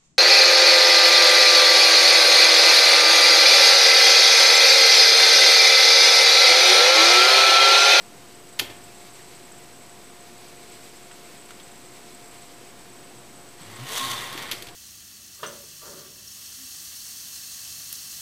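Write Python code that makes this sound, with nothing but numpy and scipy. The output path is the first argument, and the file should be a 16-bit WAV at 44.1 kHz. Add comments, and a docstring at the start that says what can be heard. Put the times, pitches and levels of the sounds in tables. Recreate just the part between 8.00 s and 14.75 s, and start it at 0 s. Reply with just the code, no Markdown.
"""Steel bar clamp on a wooden box

A steel bar clamp is fitted to a wooden box in a workshop. The jaw clacks home as chattering noise bursts over
ringing modes, and fingers shift it quietly in soft noise. Then the head creeps, breaks loose, scrapes down the
bar ever more slowly as friction noise through steel resonances, and knocks against the box. Ventilation noise,
mains and fan tones fill the room, and a fluttering 8 kHz whine runs throughout, fine-grained with coarser
stretches."""
import sys
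import numpy as np
from scipy import signal
from scipy.fft import rfft, irfft, next_fast_len
from scipy.io import wavfile
from scipy.ndimage import uniform_filter1d, map_coordinates

SR = 44100
rng = np.random.default_rng(int(sys.argv[2]) if len(sys.argv) > 2 else 0)


def file_out(sig):
    """Save sig as 16-bit WAV at sys.argv[1]."""
    # one column per channel
    cols = np.atleast_2d(sig).T
    # limit, then scale
    lim = np.clip(cols, -1, 1)
    pcm = np.round(lim * 32767).astype(np.int16)
    wavfile.write(sys.argv[1], SR, pcm)


N = 297675


def amp(db):
    """Decibels to gain."""
    return 10 ** (np.asarray(db) / 20)


def unit(x):
    """x at rms 1."""
    return x / np.sqrt(np.mean(x ** 2) + 1e-20)


def along(points, hz):
    """(Hz, value) points read on a log frequency axis."""
    f, v = np.transpose(points)
    return np.interp(np.log(hz + 1), np.log(f + 1), v)


def clock():
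    """The time of each sample in seconds."""
    return np.arange(N) / SR


def wobble(rate):
    """A smooth random curve with rate knots a second."""
    knots = rng.standard_normal(int(N * rate / SR) + 4)
    return map_coordinates(knots, [clock() * rate])


def swell(middle_s, length_s):
    """A smooth rise and fall, 9 dB down at the ends of its length."""
    return np.exp(-(2 * (clock() - middle_s) / length_s) ** 2)


def filtered(x, response):
    """x times a complex response of frequency."""
    m = next_fast_len(N + SR // 2)
    return irfft(rfft(x, m) * response(np.fft.rfftfreq(m, 1 / SR)), m)[:N]


def coloured(x, spectrum, size=8192):
    """x through a causal minimum-phase filter of unit energy with the given spectrum."""
    gain = amp(along(spectrum, np.fft.rfftfreq(size, 1 / SR)))
    cepstrum = irfft(np.log(gain + 1e-6))
    # folding the cepstrum forward in time makes the filter causal
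    cepstrum[1:size // 2] *= 2
    cepstrum[size // 2 + 1:] = 0
    pulse = irfft(np.exp(rfft(cepstrum)))
    return signal.fftconvolve(x, pulse / np.linalg.norm(pulse))[:N]


def noise(spectrum):
    """Coloured noise of rms 1."""
    return unit(coloured(rng.standard_normal(N), spectrum))


def burst(t, t60):
    """A dying rattle of unit energy: decaying noise with its spectrum flattened, then faded again."""
    spectrum = rfft(rng.standard_normal(len(t)) * amp(-60 * t / t60))
    flat = irfft(spectrum / (np.abs(spectrum) + 1e-9), len(t))
    rattle = flat * amp(-20 * t / t60)
    return rattle / np.linalg.norm(rattle)


def ringing(modes, t):
    """Fading sine modes, struck at slightly new strengths and random phases."""
    out = 0
    for hz, db, t60 in modes:
        level = amp(db + 1.7 * rng.normal() - 60 * t / t60)
        out = out + level * np.sin(2 * np.pi * (hz * t + rng.random()))
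    return out


def resonator(modes):
    """The causal response of a bank of (Hz, width Hz, dB) resonances."""
    return lambda f: sum(amp(db) * 1j * f * w / (c * c - f * f + 1j * f * w) for c, w, db in modes)


def friction(slips_per_s=2500, smooth=0.7, catch_db=1):
    """Tiny random slips over a smooth rub, unsteady in strength, at rms 1."""
    slips = unit((rng.random(N) < slips_per_s / SR) * rng.standard_normal(N))
    rub = slips + smooth * rng.standard_normal(N)
    return unit(rub * amp(catch_db * wobble(110)))


# The moving air's spectrum. Each row: frequency in Hz, relative density in dB per Hz.
AIR_SPECTRUM = [(20, -11), (45, -10.5), (85, -10), (120, -3), (150, -3), (300, -1), (450, -3), (600, -6.5),
                (1000, -7.5), (1300, -10), (3000, -13.5), (6800, -16), (12000, -21.5), (15500, -26.5)]
# Mains and fan tones. Each row: frequency in Hz, level in dB rms before the waver.
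HUM_TONES = [(120, -66), (240, -86), (360, -59), (480, -72.5), (704, -57.5), (1026, -75), (1408, -73.5)]


def ventilation(air_db=-48, waver_db=1, drift_rad=0.34):
    """Moving air is steady coloured noise; mains and fan tones waver slightly in level and phase."""
    t = clock()
    tones = 0
    for hz, db in HUM_TONES:
        level = amp(db + waver_db * wobble(3.87)) * np.sqrt(2)
        tones = tones + level * np.sin(2 * np.pi * hz * t + drift_rad * wobble(2.97))
    return amp(air_db) * noise(AIR_SPECTRUM) + tones


# Stretches in which the whine turns coarse. Each row: start in seconds, end in seconds.
COARSE_STRETCHES = [(.6, 1.6), (2.6, 4.6), (5.6, 6.7)]
# Spectra of the fine and coarse flutter. Each row: frequency in Hz, relative density in dB per Hz.
FINE_FLUTTER_SPECTRUM = [(10, -1.5), (90, -7.5), (140, 3), (250, -12), (330, -4), (520, -16), (700, -46)]
COARSE_FLUTTER_SPECTRUM = [(10, -3), (90, -13), (140, -2), (240, -4), (310, -8), (380, -6), (530, -6.5),
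                           (610, -8), (750, -38)]


def whine(fine_db=-56.0, coarse_db=-54, pause_share=0.24):
    """An 8 kHz tone flutters; its coarse stretches drop back to the fine flutter ten times a second."""
    t = clock()
    tone = np.sqrt(2) * np.sin(2 * np.pi * 8000 * t)
    in_stretch = sum((t > start) & (t < end) for start, end in COARSE_STRETCHES)
    not_paused = (10 * t + pause_share / 2) % 1 > pause_share
    busy = (in_stretch * not_paused).astype(float)
    busy = uniform_filter1d(busy, size=200)  # softens the switching
    coarse = busy * amp(coarse_db) * noise(COARSE_FLUTTER_SPECTRUM)
    fine = (1 - busy) * amp(fine_db) * noise(FINE_FLUTTER_SPECTRUM)
    flicker = unit(amp(2.5 * wobble(130)))
    return tone * (coarse + fine) * flicker


# Decay of the shop's echoes. Each row: frequency in Hz, t60 in seconds.
SHOP_DECAY = [(80, 0.84), (300, 0.78), (1000, 0.83), (3200, 0.37), (7000, 0.25), (14000, 0.33)]


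def workshop(x, delay_s=.004, size=3000):
    """The room's half-second answer: bass outlasts treble; each short block of sound gets a new random tail."""
    out = np.zeros(N + 2 * SR)
    for start in range(0, N, size):
        hz, t, z = signal.stft(rng.standard_normal(SR // 2), SR, nperseg=256)
        decay = amp(-60 * t / along(SHOP_DECAY, hz)[:, None])
        tail = signal.istft(z * decay, SR, nperseg=256)[1]
        echo = signal.fftconvolve(x[start:start + size], tail / np.linalg.norm(tail))
        out[start + round(delay_s * SR):][:len(echo)] += echo
    return out[:N]


# Soft rubbing noise of fingers and sleeve; the last row is a hand sliding just after the knock. Each row:
# middle in seconds, length in seconds, relative level in dB.
SOFT_RUBS = [(.29, 0.17, -56), (1.22, 1.3, -56), (2.65, 0.97, -52.5), (3.28, 0.33, -53), (4.1, 1.47, -56),
             (6.558, 0.18, -45)]
# The rubbing noise's spectrum. 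Each row: frequency in Hz, relative density in dB per Hz.
SKIN_SPECTRUM = [(200, -10), (460, 0), (800, -8), (1500, -9), (2200, 4.5), (3000, -2), (4400, 0.5),
                 (8000, -8), (12000, -8.5), (15500, -18)]


def fingers(resting_db=-63, uneven_db=2.0):
    """Skin and sleeve rub softly as uneven coloured noise, never quite still; a hand slides just after the
    knock."""
    rub_power = sum((amp(db) * swell(s, length)) ** 2 for s, length, db in SOFT_RUBS)
    strength = np.sqrt(amp(resting_db) ** 2 + rub_power)
    return strength * amp(uneven_db * wobble(25)) * noise(SKIN_SPECTRUM)


# Soft taps of hand, screw and pad on the box.
# Each row: start in seconds, centre in Hz, width in Hz, relative level in dB.
SOFT_TAPS = [(1.192, 2200, 1500, -42.5), (3.112, 1400, 500, -42), (3.113, 2750, 500, -45),
             (3.4913, 2200, 2200, -43), (3.507, 1800, 2000, -35.5), (3.598, 3380, 400, -39.5),
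             (5.610, 156, 30, -40), (6.350, 230, 160, -33), (6.673, 120, 40, -35.5)]


def taps(tap_db=-3, t60_s=0.059):
    """Each soft tap is a short rustle in one resonance of the part that is touched."""
    t = np.arange(SR // 4) / SR
    out = np.zeros(N + SR)
    for s, hz, width_hz, db in SOFT_TAPS:
        push = rng.standard_normal(len(t)) * amp(db + tap_db - 60 * t / t60_s)
        body = signal.lfilter(*signal.iirpeak(hz, hz / width_hz, SR), push)
        out[round(s * SR):][:len(t)] += body * np.sqrt(SR / (np.pi * width_hz))  # equal power at any width
    return out[:N]


# Stick-slip groans of the box and a squeak of the head. Each row: middle in seconds, length in seconds,
# pitch at the middle in Hz, glide in octaves per second, level of the fundamental's peak in dB.
GROAN_TONES = [(5.717, .17, 105, 0.5, -46), (5.821, 0.066, 123.7, 4, -35), (5.938, 0.088, 462, 3.5, -43),
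               (6.045, .1, 265, 0.2, -43), (6.11, .3, 120, -.6, -47)]


def groans(octave_db=-10.0, rough_db=0.2):
    """Regular catching and letting go makes short, slightly rough, gliding tones."""
    out = np.zeros(N)
    for s, length, hz, glide, db in GROAN_TONES:
        pitch = hz * 2 ** (glide * np.clip(clock() - s, -length, length))
        phase = 2 * np.pi * np.cumsum(pitch) / SR
        tone = np.sin(phase) + amp(octave_db) * np.sin(2 * phase)
        out += swell(s, length) * amp(db + rough_db * wobble(40)) * tone
    return out


# Jaw contacts. Each row: start in seconds, relative level in dB, relative treble in dB,
# nominal chatter decay in seconds.
JAW_CONTACTS = [(0.5911, -21, -2, 0.03), (0.5952, -14, -1.5, 0.031), (0.5993, -16, -4.5, 0.034),
                (0.6018, -28, -8, 0.014), (0.6091, -28.5, 1, 0.19), (0.6986, -34, -6, 0.16),
                (5.616, -44, -4, 0.065), (5.644, -50, -4, .07), (6.3268, -35, 3, 0.044),
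                (6.3759, -29.5, -1, 0.1), (6.4235, -35, 3, 0.078), (6.513, -29.5, 5, 0.017),
                (6.5150, -24, 2, 0.026), (6.5199, -22, 0, 0.058), (6.531, -30, -1, 0.056),
                (6.6232, -33, 4.5, 0.046), (6.6695, -36, -1, 0.076), (6.686, -35.5, -5, 0.08)]
# Colours of the cast jaw and of the box's knock. Each row: frequency in Hz, relative density in dB per Hz.
JAW_SPECTRUM = [(150, -14), (600, -28), (1200, -5), (2000, 3.5), (3400, 4.5), (4700, -0.5), (6500, -2.5),
                (8700, -9), (11200, -3.5), (12600, -6.5), (14000, -14), (15500, -10)]
BOX_SPECTRUM = [(30, -29), (70, -6), (110, -2), (170, -14), (260, 2.5), (380, -0.5), (560, -1.5), (900, -4),
                (2000, -28), (6000, -112)]
# The casting's resonances. Each row: centre in Hz, width in Hz, gain in dB.
CASTING_RESONANCES = [(3420, 330, -3), (4450, 260, 0.5), (11500, 330, -11), (13100, 220, 6)]
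# Rings of the jaw and of the bench under the box. Each row: frequency in Hz, relative level in dB, t60 in seconds.
JAW_RING = [(613, -6, 0.3), (1950, -16, .16), (2135, -5, .15), (3170, 5, 0.2), (3250, -22, 0.03),
            (4160, -19, 0.14), (4700, -3, 0.037)]
BENCH_RING = [(62.8, -2, 1.37), (76, -7, .7), (107.7, 4, 0.53), (262, -3, 0.49), (373, 4, 0.56)]
# A contact that chatters for CHATTER_S knocks the wood at the relative level WOOD_DB; longer ones pass on more.
CHATTER_S, WOOD_DB, WOOD_DB_PER_DOUBLING = .05, -14, 7


def clacks(steel_db=19, ring_db=-27, knock_db=20, knock_t60=0.18, bench_db=-43, treble_hz=6000):
    """Each contact chatters briefly in the cast jaw, rings it, and knocks the box and the bench below."""
    t = np.arange(SR) / SR
    steel, bright, ring, wood = np.zeros((4, N + SR))
    for s, db, treble_db, t60 in JAW_CONTACTS:
        start = round(s * SR)
        at = slice(start, start + len(t))
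        chatter = amp(db + steel_db) * burst(t, t60)
        steel[at] += chatter
        bright[at] += chatter * amp(treble_db)
        wood_db = WOOD_DB + WOOD_DB_PER_DOUBLING * np.log2(t60 / CHATTER_S)
        wood[at] += amp(db + wood_db + knock_db) * burst(t, knock_t60)
        ring[at] += amp(db + ring_db) * ringing(JAW_RING, t)
        ring[at] += amp(db + bench_db) * ringing(BENCH_RING, t)

    def low(hz):
        """Share of the plain chatter; the rest takes each contact's own treble."""
        return 1 / (1 + (hz / treble_hz) ** 4)

    jaw = filtered(steel, low) + filtered(bright, lambda hz: 1 - low(hz))
    casting = filtered(jaw, resonator(CASTING_RESONANCES))
    return coloured(jaw + casting, JAW_SPECTRUM) + ring[:N] + coloured(wood, BOX_SPECTRUM)


# The head's one stroke down the bar: it creeps, breaks loose, reaches full speed and stops (seconds).
CREEP_S, LOOSE_S, FASTEST_S, STOP_S = 5.6, 5.846, 5.96, 6.5
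CREEP_GROWS_DB_PER_S, SURGE_SHAPE = 32, 1.9


def stroke(creep_db, slowing_db_per_s, edge_s=.03):
    """Gain of a rubbing layer, 1 at full speed: a quiet creep, a surge, then a steady loss of speed."""
    t = clock()
    surge_left = np.clip((FASTEST_S - t) / (FASTEST_S - LOOSE_S), 0, 1) ** SURGE_SHAPE
    creep_loss_db = CREEP_GROWS_DB_PER_S * np.maximum(LOOSE_S - t, 0)
    slowing_loss_db = slowing_db_per_s * np.maximum(t - FASTEST_S, 0)
    gate = np.interp(t, [CREEP_S - edge_s, CREEP_S, STOP_S, STOP_S + edge_s], [0, 1, 1, 0])
    return amp(creep_db * surge_left - creep_loss_db - slowing_loss_db) * gate


def bowed(modes, evenness=.6):
    """Friction feeds the resonances and holds their ring at a fairly even strength; rms 1."""
    driven = unit(filtered(friction(), resonator(modes)))
    ring = signal.hilbert(driven, next_fast_len(N))[:N]
    return unit(ring.real / (np.abs(ring) + .1) ** np.clip(evenness, 0, 1))


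# The head digs in and rubs harder. Each row: middle in seconds, length in seconds, extra level in dB.
HEAD_CATCHES = [(5.93, 0.015, 0), (5.982, 0.028, 4), (6.049, 0.014, 4), (6.114, 0.024, 8),
                (6.387, 0.02, 4.5), (6.433, 0.027, 5.5)]
# The bar sings out where the head bites. Each row: middle in seconds, length in seconds, relative level in dB.
BAR_BITES = [(6.024, .075, -33), (6.124, .085, -36), (6.34, 0.054, -40)]
# Colours of the scrape and the hiss. Each row: frequency in Hz, relative density in dB per Hz.
SCRAPE_SPECTRUM = [(50, -22), (110, 0), (300, -5.5), (550, -3), (750, 0), (1250, 1), (1650, -1.5),
                   (1950, 4.5), (2550, -3), (2900, 0.5), (4500, -7), (5000, -13), (7000, -20), (12000, -35)]
HISS_SPECTRUM = [(2650, -39), (4500, 1), (4890, -1), (6170, 6), (7990, 1), (8680, 2.5), (12400, -2.5),
                 (15500, -7)]
# The sliding head's resonances and the bar's bending modes.
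# Each row: centre in Hz, width in Hz, relative gain in dB.
HEAD_RESONANCES = [(3310, 100, 6), (3546, 91, 10), (3730, 60, 0), (3840, 60, 1), (6400, 320, -22),
                   (7700, 50, -1)]
BAR_MODES = [(944, 12, -2.5), (1078, 7.7, 12), (1110, 13, -8), (1860, 24, -11), (4490, 30, -7)]


def slide(scrape_db=-36.0, hiss_db=-35, head_db=-35.5, bar_db=-43.5, bite_db=-3.0, scrape_share=0.65):
    """The head slips down the bar: it scrapes throughout, hisses and rasps most at speed, makes the steel sing."""
    force = friction()
    catch_db = sum(db * swell(s, length) for s, length, db in HEAD_CATCHES)

    scrape_gain = amp(scrape_db + scrape_share * catch_db) * stroke(creep_db=-8.5, slowing_db_per_s=10)
    scrape = scrape_gain * coloured(force, SCRAPE_SPECTRUM)

    hiss_gain = amp(hiss_db + catch_db) * stroke(creep_db=-15.5, slowing_db_per_s=30)
    hiss = hiss_gain * coloured(force, HISS_SPECTRUM)

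    rasp_gain = amp(head_db + catch_db) * stroke(creep_db=-23, slowing_db_per_s=32)
    rasp = rasp_gain * unit(filtered(friction(), resonator(HEAD_RESONANCES)))

    bites = sum(amp(db + bite_db) * swell(s, length) for s, length, db in BAR_BITES)
    bowing = amp(bar_db) * stroke(creep_db=-11, slowing_db_per_s=25) + bites
    return scrape + hiss + rasp + bowing * bowed(BAR_MODES)


def scene(clack_room_db=-11, slide_room_db=-6):
    """Clamp, room and whine, alike in both channels."""
    background = ventilation() + whine()
    hits = clacks() + taps()
    scrape = slide()
    room = workshop(amp(clack_room_db) * hits + amp(slide_room_db) * scrape)
    mono = background + fingers() + groans() + room + hits + scrape
    return np.array([mono, mono])


def record(dry, ceiling=.45, offset=-.0029, top_hz=15520):
    """The microphone's electronics round off high peaks, cut all above a band limit and sit slightly off zero."""
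    rounded = dry / (1 + (dry / ceiling) ** 4) ** (1 / 4)
    return np.array([filtered(channel, lambda hz: hz < top_hz) for channel in rounded]) + offset


dry = scene()
out = record(dry)
file_out(out)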